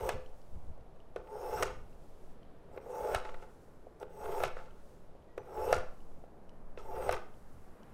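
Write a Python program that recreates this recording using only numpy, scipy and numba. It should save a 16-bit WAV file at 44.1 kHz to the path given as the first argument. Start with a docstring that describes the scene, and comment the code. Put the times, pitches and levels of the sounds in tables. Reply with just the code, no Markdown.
"""A knife edge is already rasping over grit; it snaps out of the sharpener, and the plastic housing rattles on.
More strokes follow, about 1.4 s apart: the blade taps into the honing slot, is drawn through and snaps out.
Random grains ring the modes of housing and steel; short pulses ring them for the knocks.
A quiet kitchen hums behind as filtered noise; sleeves rustle as soft hiss and ticks are brief tones.
The counter shakes the microphone with slow sway and dull thuds; two moments bring thin squeals."""
import sys
import numpy as np
from scipy import signal
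from scipy.fft import rfft, irfft
from scipy.io import wavfile
from scipy.ndimage import uniform_filter1d
from numba import njit

SR = 44100
rng = np.random.default_rng(int(sys.argv[2]) if len(sys.argv) > 2 else 0)


def generate_wav(signal):
    """Clip the signal to [-1, 1] and save it as 16-bit WAV at the path in sys.argv[1]."""
    frames = np.transpose(np.atleast_2d(signal))
    scaled = np.clip(frames, -1, 1) * 32767
    pcm = np.round(scaled).astype(np.int16)
    wavfile.write(sys.argv[1], SR, pcm)


N = 349713  # samples, about 7.9 s

# Tone colour of the room noise. Each row: frequency in Hz, relative level in dB per Hz.
ROOM_COLOUR = [(59, -49), (100, -25.5), (124, -4), (189, -3), (314, -7), (380, -4), (460, -4), (688, -8),
               (1120, -16.5), (2210, -29), (4500, -36.5), (8930, -41.5), (13000, -44), (15800, -52)]
# The room noise swells as the cook steps away. Each row: time in seconds, dB above the steady level.
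ROOM_SWELL = [(0, 0), (7.3, 1.5), (7.6, 1.5), (7.93, 5.5)]
# Slow sway of the stand. Each row: time in seconds, level in dB.
SWAY = [(0.0, -54), (0.04, -45), (0.57, -41), (1.37, -56.5), (1.72, -39.5), (3.07, -58), (3.24, -37),
        (3.95, -58), (4.06, -48.5), (4.62, -39), (5.46, -56), (5.81, -40), (6.07, -42), (6.4, -55),
        (6.67, -39), (6.73, -42.5), (7.09, -42.5), (7.93, -53)]
# Thuds through the counter. Each row: peak time in seconds, level in dB, rise in seconds, fall in seconds.
THUDS = [(.04, -41, 0.05, 0.11), (.15, -42.5, 0.071, 0.11), (0.558, -43.5, 0.057, 0.089),
         (.64, -58, 0.031, 0.048), (.7, -45, 0.12, 0.071), (.8, -52, 0.053, 0.05), (1.19, -53, 0.08, 0.072),
         (1.63, -46, 0.32, 0.4), (2.72, -59, .05, 0.16), (3.03, -46.5, 0.025, 0.048),
         (3.16, -38, 0.08, 0.034), (3.4, -65, .15, .2), (4.3, -53, 0.17, 0.064), (4.46, -45, 0.11, 0.055),
         (5.39, -56.5, 0.058, 0.081), (5.59, -45, 0.045, 0.1), (5.78, -41.5, 0.29, 0.081),
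         (6.18, -55.5, 0.077, 0.036), (7.12, -44.5, 0.41, 0.1), (7.58, -53, 0.11, 0.034)]
# Resonances of the housing. Each row: pitch in Hz, basic width in Hz (scaled when used), relative level in dB.
HOUSING_MODES = [(388, 54, -4), (437.8, 18.7, 2.5), (492.8, 40.5, -1.5), (570.6, 69, -4.5), (709, 41, -8),
                 (830.7, 28.4, -1.5), (884.7, 32, -2), (1029, 105, -21.5)]
# Higher resonances of the housing. Each row: pitch in Hz, basic width in Hz, relative level in dB.
UPPER_MODES = [(1006, 59, 3.5), (1346, 153, 11.5), (1559, 35, -1.5), (1925, 120, -8.5), (2175, 91, -8.5),
               (2450, 96, -16.5), (2687, 103, -6.5), (3090, 180, -10.5), (3083, 50, -12.5)]
# Resonances of the steel blade. Each row: pitch in Hz, basic width in Hz, relative level in dB.
BLADE_MODES = [(4750, 200, -6), (5520, 330, 5), (6600, 500, -5), (7500, 500, -4), (8400, 550, 0),
               (9430, 300, -3), (10800, 350, -6), (11600, 300, -7), (12300, 350, -2), (13300, 600, -2),
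               (14300, 600, -5.5), (15400, 600, -3.5)]
# Pulls of the blade. Each row: time the tip leaves in seconds, time from full pressure to the tip in seconds,
# housing level in dB at full pressure, housing level in dB at the tip,
# upper housing in dB above the housing at the tip, blade hiss in dB above the housing at the tip.
PULLS = [(0.091, 0.11, -39.5, -37, -9, -19.5), (1.626, 0.25, -42.5, -32.5, -13.5, -21.5),
         (3.144, 0.19, -39.5, -36, -13, -21), (4.435, 0.19, -40, -36, -10.5, -19),
         (5.724, 0.15, -39, -33.5, -12.5, -22), (7.089, 0.17, -42, -38, -12, -21)]
# Short scuffs of the edge on the slot. Each row: start in seconds, length in seconds, housing level in dB,
# upper housing in dB above it, blade hiss in dB above it.
SCUFFS = [(2.734, 0.051, -55, -17, -23), (4.014, 0.018, -44.5, -17, -25), (7.109, 0.036, -38, -2, -23)]
# The housing settles on its feet after taps and snaps. 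Each row: start in seconds, housing level in dB,
# upper housing in dB above it, fade of the housing in dB per second.
RATTLES = [(0.1, -36, -5, 269), (1.178, -47, -16, 297), (1.643, -38.5, -1.5, 230), (2.784, -46, -39, 502),
           (3.162, -39, -1, 314), (3.251, -48, -6.5, 91), (3.426, -48.5, -10, 303), (4.045, -57, -23, 200),
           (4.449, -35.5, 0, 414), (4.572, -51.5, -5.5, 86), (5.39, -46.5, -32, 452),
           (5.739, -36.5, 0, 246), (6.79, -53, -1.5, 200), (7.15, -46, 0, 288)]
# The next five hold one value each for the housing, the upper housing and the blade, in that order.
# Level of first touch, in dB relative to full pressure.
TOUCH_DB = -20, -17, -16
# Gain over the housing from full pressure to the thin tip, in dB.
BRIGHTEN_DB = 0, 6, 3
# How unevenly the modes are caught: typical spread in dB.
UNEVEN_DB = 2.0, 3.0, 3.0
# Typical pitch wander of the modes as the contact slides, as a share of their pitch.
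DRIFT = .015, .022, .012
# Mode widths while the grit damps them, as a share of the basic widths.
RUBBED_WIDTH = .68, .9, .75
# Broad response between the modes in dB, in the same order of three.
VALLEY_DB = -17, -8, -14
# Blade against slot and housing against counter. Each row: start in seconds, housing peak in dB,
# upper housing peak in dB above it, blade crack peak in dB above it, pitch of the driving thump in Hz.
KNOCKS = [(0.09, -23, -2, -8, 770), (0.776, -48, -22, -23, 590), (0.863, -50, -18, -27, 680),
          (0.96, -52, -11, -17, 615), (1.16, -27, -11.5, -22, 490), (1.271, -51, -6, -27, 433),
          (1.624, -27.5, 4.5, -2, 644), (1.63, -22.5, -4.5, -4.5, 510), (2.713, -47, -17, -40, 580),
          (2.762, -38, -18, -22, 485), (2.774, -32.5, -10, -38, 470), (2.851, -55, -17, -23, 517),
          (3.146, -20, -3, -13, 675), (3.155, -34.5, 2, -14, 595), (3.179, -34, -21, -28, 850),
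          (3.249, -42.5, 4.5, -32, 394), (3.289, -40, -0.5, -32, 515), (3.342, -41, -3, -21, 503),
          (3.423, -48, -0.5, -23, 494), (3.868, -40, -38, -36, 570), (3.999, -52, -14, -4, 570),
          (4.027, -31.5, -14.5, -37, 455), (4.402, -26.5, -10.5, -20, 523), (4.435, -19.5, -6.5, -15, 653),
          (4.45, -33, -4, -12, 617), (4.465, -47, 0, -22, 586), (4.478, -36.5, -2, -10, 510),
          (4.567, -37, -4, -25, 513), (5.15, -51, -22, -21, 563), (5.377, -29, -8.5, -24.5, 463),
          (5.726, -12, -8, -15, 610), (5.749, -31, -10, -24, 550), (5.764, -29, -11, -16, 500),
          (5.783, -36, -4, -10, 590), (6.238, -42.5, -20, -45, 623), (6.774, -35.5, -9, -36, 468),
          (7.091, -16, -11.5, -25, 654), (7.11, -33.5, 2, -7, 388), (7.124, -37, 6.5, 3, 382),
          (7.138, -39, 2, -15, 450), (7.148, -46, -4, -8, 450)]
# The arm swings back after each pull. Each row: start in seconds, end in seconds.
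ARM_SWINGS = [(.1, .78), (1.68, 2.42), (3.18, 3.85), (4.5, 5.12), (5.8, 6.28), (7.15, 7.8)]
# Small dry ticks nearby. Each row: start in seconds, tone level before its decay in dB, pitch in Hz,
# gain of the bright noise edge in dB relative to the tone.
TICKS = [(0.2618, -54, 3080, 1), (.274, -72, 5700, -4), (.293, -69, 5700, -4), (.294, -72, 10500, -4),
         (0.416, -64, 3060, 8), (0.6689, -72, 3570, 9), (0.8091, -68, 2790, 8), (1.0026, -58, 2940, -5),
         (1.929, -63, 2710, -8), (2.4309, -57.5, 3060, -4), (4.7082, -60, 3040, -3),
         (5.2245, -67, 3070, -4), (6.0048, -58, 2940, -1), (6.4936, -55, 2960, 1), (7.3412, -63, 3060, -4),
         (7.8321, -56, 3000, 0), (7.426, -65, 2000, 0)]
# Thin squeals as the blade settles. Each row: start in seconds, length in seconds, pitch in Hz,
# starting level in dB, fade over its length in dB.
SQUEALS = [(5.285, 0.07, 1920, -76, 3), (5.38, 0.055, 5960, -75, 10), (5.38, .02, 12300, -82, 8)]

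KITCHEN_DB = -60.5  # steady level of the room noise
WHINE_HZ, WHINE_DB = 9997, -97
THUD_FLOOR_DB = -62.5  # level between thuds
BITE_S = .135  # seconds from first touch to full pressure
# dry hiss after a snap: dB above the upper housing, fade relative to the housing, centre in Hz
JINGLE_DB, JINGLE_FADE, JINGLE_HZ = -13, 1.4, 5300.
SLEEVE_DB = -78
ROOM_T60_S, ROOM_DAMP, ROOM_DB = .4, .25, -18  # echo: die-away setting in seconds, dulling share, gain in dB
TOP_HZ = 15800


def undb(db):
    """Turn decibels into a gain."""
    return 10 ** (np.asarray(db) / 20)


def unit(x):
    """Scale a sound so that its average strength (rms) is 1."""
    return x / np.sqrt(np.mean(x ** 2))


@njit
def svf(x, hz, width):
    """Let through a band around one pitch, as a resonator does; gain is 1 at the centre."""
    y, band, low = np.empty(len(x)), 0., 0.
    g, k = np.tan(np.pi * hz / SR), width / hz
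    for i in range(len(x)):
        # the tiny offset keeps the numbers from becoming too small to compute quickly
        v = (band + g * (x[i] + 1e-18 - low)) / (1 + g * (g + k))
        band, low, y[i] = 2 * v - band, low + 2 * g * v, k * v
    return y


@njit
def svf_moving(x, hz, width):
    """The same resonator with a centre pitch that moves."""
    y, band, low = np.empty(len(x)), 0., 0.
    for i in range(len(x)):
        g, k = np.tan(np.pi * hz[i] / SR), width / hz[i]
        v = (band + g * (x[i] + 1e-18 - low)) / (1 + g * (g + k))
        band, low, y[i] = 2 * v - band, low + 2 * g * v, k * v
    return y


def svf_twice(x, hz, width):
    """Two equal resonators in a row fall off more steeply."""
    return svf(svf(x, hz, width), hz, width)


def walk(rate):
    """Random levels held for 1 / rate seconds and smoothed twice; rms is near 1."""
    hold = int(SR / rate)
    steps = np.repeat(rng.standard_normal(N // hold + 1), hold)
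    return unit(uniform_filter1d(uniform_filter1d(steps, hold), hold)[:N])


def shape(s, db, rise_s=0.025):
    """Gain that fades in, follows the given levels and stops within 10 ms."""
    s = np.r_[s[0] - rise_s, s, s[-1] + .01]
    db = np.r_[-90, db, -90]
    return undb(np.interp(np.arange(N) / SR, s, db, -120, -120))


def ring(force, modes, between_db, widen, touch=None):
    """A force sets the modes ringing, neighbours in opposite phase; a broad response fills the valleys."""
    lowest_hz, highest_hz = modes[0][0], modes[-1][0]
    out = undb(between_db) * force
    for k, (hz, width, db) in enumerate(modes):
        gain, bend = (1, np.ones(len(force))) if touch is None else touch[k]
        out = out + (-1) ** k * undb(db) * svf_moving(gain * force, hz * bend, widen * width)
    # little is radiated outside this family of modes
    edges = [0.93 * lowest_hz, 1.106 * highest_hz]
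    return signal.sosfilt(signal.butter(3, edges, "bandpass", fs=SR, output="sos"), out)


def kitchen():
    """Steady room noise whose bands swell a little, and a thin electrical whine."""
    t = np.arange(N) / SR
    hz, db = np.transpose(ROOM_COLOUR)
    f = np.maximum(np.fft.rfftfreq(N, 1 / SR), 1)
    colour = undb(np.interp(np.log(f), np.log(hz), db, -120, -120))
    noise = 0
    for centre in 100 * 2. ** np.arange(8):  # one band per octave
        band = np.clip(1 - np.abs(np.log2(f / centre)), 0, 1) ** .5
        part = irfft(rfft(rng.standard_normal(N)) * colour * band, N)
        noise = noise + part * undb(1.5 * walk(1.0))
    whine = np.sqrt(2) * np.sin(2 * np.pi * WHINE_HZ * t + 0.38 * walk(49))
    room_db = KITCHEN_DB + np.interp(t, *np.transpose(ROOM_SWELL))
    return undb(room_db) * unit(noise) + undb(WHINE_DB) * whine


def shake():
    """The stand sways below hearing and passes on dull thuds."""
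    t = np.arange(N) / SR
    sway = svf_twice(rng.standard_normal(N), 6.45, 7.5)
    thud = svf_twice(rng.standard_normal(N), 45., 79.)
    # evened out, so that each thud has its own strength
    thud = thud / np.sqrt(uniform_filter1d(thud ** 2, size=3000))
    ramps = [np.interp(t, [s - rise, s, s + fall], [THUD_FLOOR_DB, db, THUD_FLOOR_DB])
             for s, db, rise, fall in THUDS]
    thud_db = np.max(ramps, axis=0)
    sway_db = np.interp(t, *np.transpose(SWAY))
    return unit(sway) * undb(sway_db) + unit(thud) * undb(thud_db)


def grit(rate, scatter_db):
    """Grains of abrasive catch the edge at random moments, a few much harder than most."""
    caught = rng.random(N) < rate / SR
    return caught * rng.standard_normal(N) * undb(scatter_db * rng.exponential(size=N))


def rubbed(modes, rate, scatter_db, layer, shift_rate, judder):
    """Grit drives the modes; as the contact slides, each wanders in pitch and is caught now more, now less."""
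    touch = [(undb(UNEVEN_DB[layer] * walk(shift_rate)), 1 + DRIFT[layer] * walk(9)) for _ in modes]
    force = grit(rate, scatter_db) * judder
    return unit(ring(force, modes, VALLEY_DB[layer], RUBBED_WIDTH[layer], touch))


def squeaks(rate, lo_hz, hi_hz, length_s):
    """Single grains scratch the edge for a few ms each, every one at its own sliding pitch."""
    out, t = np.zeros(N + SR), np.arange(int(length_s * SR)) / SR
    for at, pitch, slide, size in rng.random((int(rate * N / SR), 4)):
        hz = lo_hz + (hi_hz - lo_hz) * pitch
        sweep = np.sin(2 * np.pi * hz * t * (1 + 0.05 * (slide - .75) * t / length_s))
        strength = -np.log(1 - size)  # many weak scratches, few strong ones
        out[int(at * N):][:len(t)] += strength * sweep * np.hanning(len(t))
    return unit(out[:N])


def pressure(layer):
    """Gain of housing (0), upper housing (1), blade (2) or after-hiss (3): pulls climb, scuffs hold, rattles fade."""
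    gain = 0
    for tip, pressed, full_db, tip_db, *above in PULLS if layer < 3 else []:
        above_db = [0, *above][layer]
        base = full_db + above_db - BRIGHTEN_DB[layer]
        times = [tip - pressed - BITE_S, tip - pressed, tip]
        gain = np.maximum(gain, shape(times, [base + TOUCH_DB[layer], base, tip_db + above_db]))
    for s, length, db, *above in SCUFFS if layer < 3 else []:
        level = db + [0, *above][layer]
        gain = np.maximum(gain, shape([s, s + length], [level, level]))
    for s, db, upper_db, fade in RATTLES if layer != 2 else []:
        top = db + [0, upper_db, 0, upper_db + JINGLE_DB][layer]
        fade = fade * (JINGLE_FADE if layer == 3 else 1)
        gain = np.maximum(gain, shape([s, s + 40 / fade], [top, top - 40]))
    return gain


def rasp():
    """The drawn edge judders over the grit until the tip snaps out; the housing buzzes and hisses on briefly."""
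    judder = walk(60)
    housing = rubbed(HOUSING_MODES, 3000, 2.0, 0, 15, undb(0.81 * judder))
    upper = rubbed(UPPER_MODES, 2500, 1.5, 1, 20, undb(1.7 * judder))
    blade = rubbed(BLADE_MODES, 12000, 0.46, 2, 30, undb(0.47 * judder))
    blade = unit(blade + undb(-8.5) * squeaks(800, 10500, 15600, .012))
    jingle = unit(svf_twice(grit(5000, 1.5), JINGLE_HZ, 6000.))
    layers = (housing, upper, blade, jingle)
    return sum(pressure(layer) * part for layer, part in enumerate(layers))


def knocks():
    """The struck wall thumps under the hand and rings the housing; the edge chips, the steel cracks briefly."""
    out, t = np.zeros(N), np.arange(int(.1 * SR)) / SR
    dull = signal.butter(2, 11000, fs=SR, output="sos")
    fades_s = np.array([[0.0025], [0.0013]])  # upper housing, blade
    for s, low_db, upper_db, crack_db, hz in KNOCKS:
        thump = np.sin(2 * np.pi * hz * t) * t * np.exp(-(t / 0.0024) ** 2)
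        chips = rng.standard_normal((2, len(t))) * t * np.exp(-t / fades_s)
        housing = ring(thump, HOUSING_MODES, 4.3, 0.69)
        upper = ring(chips[0], UPPER_MODES, -5, 3.1)
        crack = signal.sosfilt(dull, ring(chips[1], BLADE_MODES, -7, 2.2))
        parts = ((low_db, housing), (low_db + upper_db, upper), (low_db + crack_db, crack))
        for db, hit in parts:
            out[int(s * SR):][:len(t)] += undb(db) * hit / np.abs(hit).max()
    return out


def sleeves():
    """Cloth brushes on cloth, loudest in mid-swing: a soft wide hiss."""
    t = np.arange(N) / SR
    speed = sum(np.sin(np.pi * np.clip((t - start) / (end - start), 0, 1)) for start, end in ARM_SWINGS)
    cloth = unit(svf(rng.standard_normal(N), 6500., 11000.))
    return undb(SLEEVE_DB + 1.5 * walk(20)) * np.sqrt(np.abs(speed)) * cloth


def ticks():
    """Each tick is one quickly dying tone with a bright edge of noise."""
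    out, t = np.zeros(N + SR), np.arange(int(.03 * SR)) / SR
    fade = np.exp(-t / .002)
    for s, db, hz, edge_db in TICKS:
        edge = svf_twice(rng.standard_normal(len(t)), 4700., 4000.) * fade
        tone = np.sin(2 * np.pi * hz * t) * fade
        out[int(s * SR):][:len(t)] += undb(db) * (tone + undb(edge_db) * edge)
    return out[:N]


def squeals():
    """Each squeal is a narrow, slightly wavering tone that starts almost at once and fades."""
    out, t = 0, np.arange(N) / SR
    for s, length, hz, db, fade_db in SQUEALS:
        tone = np.sqrt(2) * np.sin(2 * np.pi * hz * t + .8 * walk(60))
        out = out + tone * shape([s, s + length], [db, db - fade_db], .004)
    return out


@njit
def walls(x, lags, gain, damp):
    """Echoes go round eight delay lines that feed each other, duller on every round."""
    line, soft, out = np.zeros((8, 4096)), np.zeros(8), np.zeros(len(x))
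    for i in range(len(x)):
        total = 0.
        for k in range(8):
            soft[k] += (1 - damp) * (gain[k] * line[k, (i - lags[k]) & 4095] - soft[k])
            total += soft[k]
        out[i] = total
        for k in range(8):
            line[k, i & 4095] = x[i] + soft[k] - total / 4
    return out


def scene():
    """Near sounds, their echo off the kitchen walls, and the background."""
    near = rasp() + knocks() + ticks() + squeals()
    lags = rng.integers(300, 2400, 8)  # delays in samples
    room = walls(near, lags, undb(-60 * lags / SR / ROOM_T60_S), ROOM_DAMP)
    return (near + undb(ROOM_DB) * room + sleeves() + shake() + kitchen())[None]


def record(dry):
    """A steep filter cuts the top of the treble."""
    return signal.sosfilt(signal.ellip(10, .2, 70, TOP_HZ, fs=SR, output="sos"), dry)


dry = scene()
out = record(dry)
generate_wav(out)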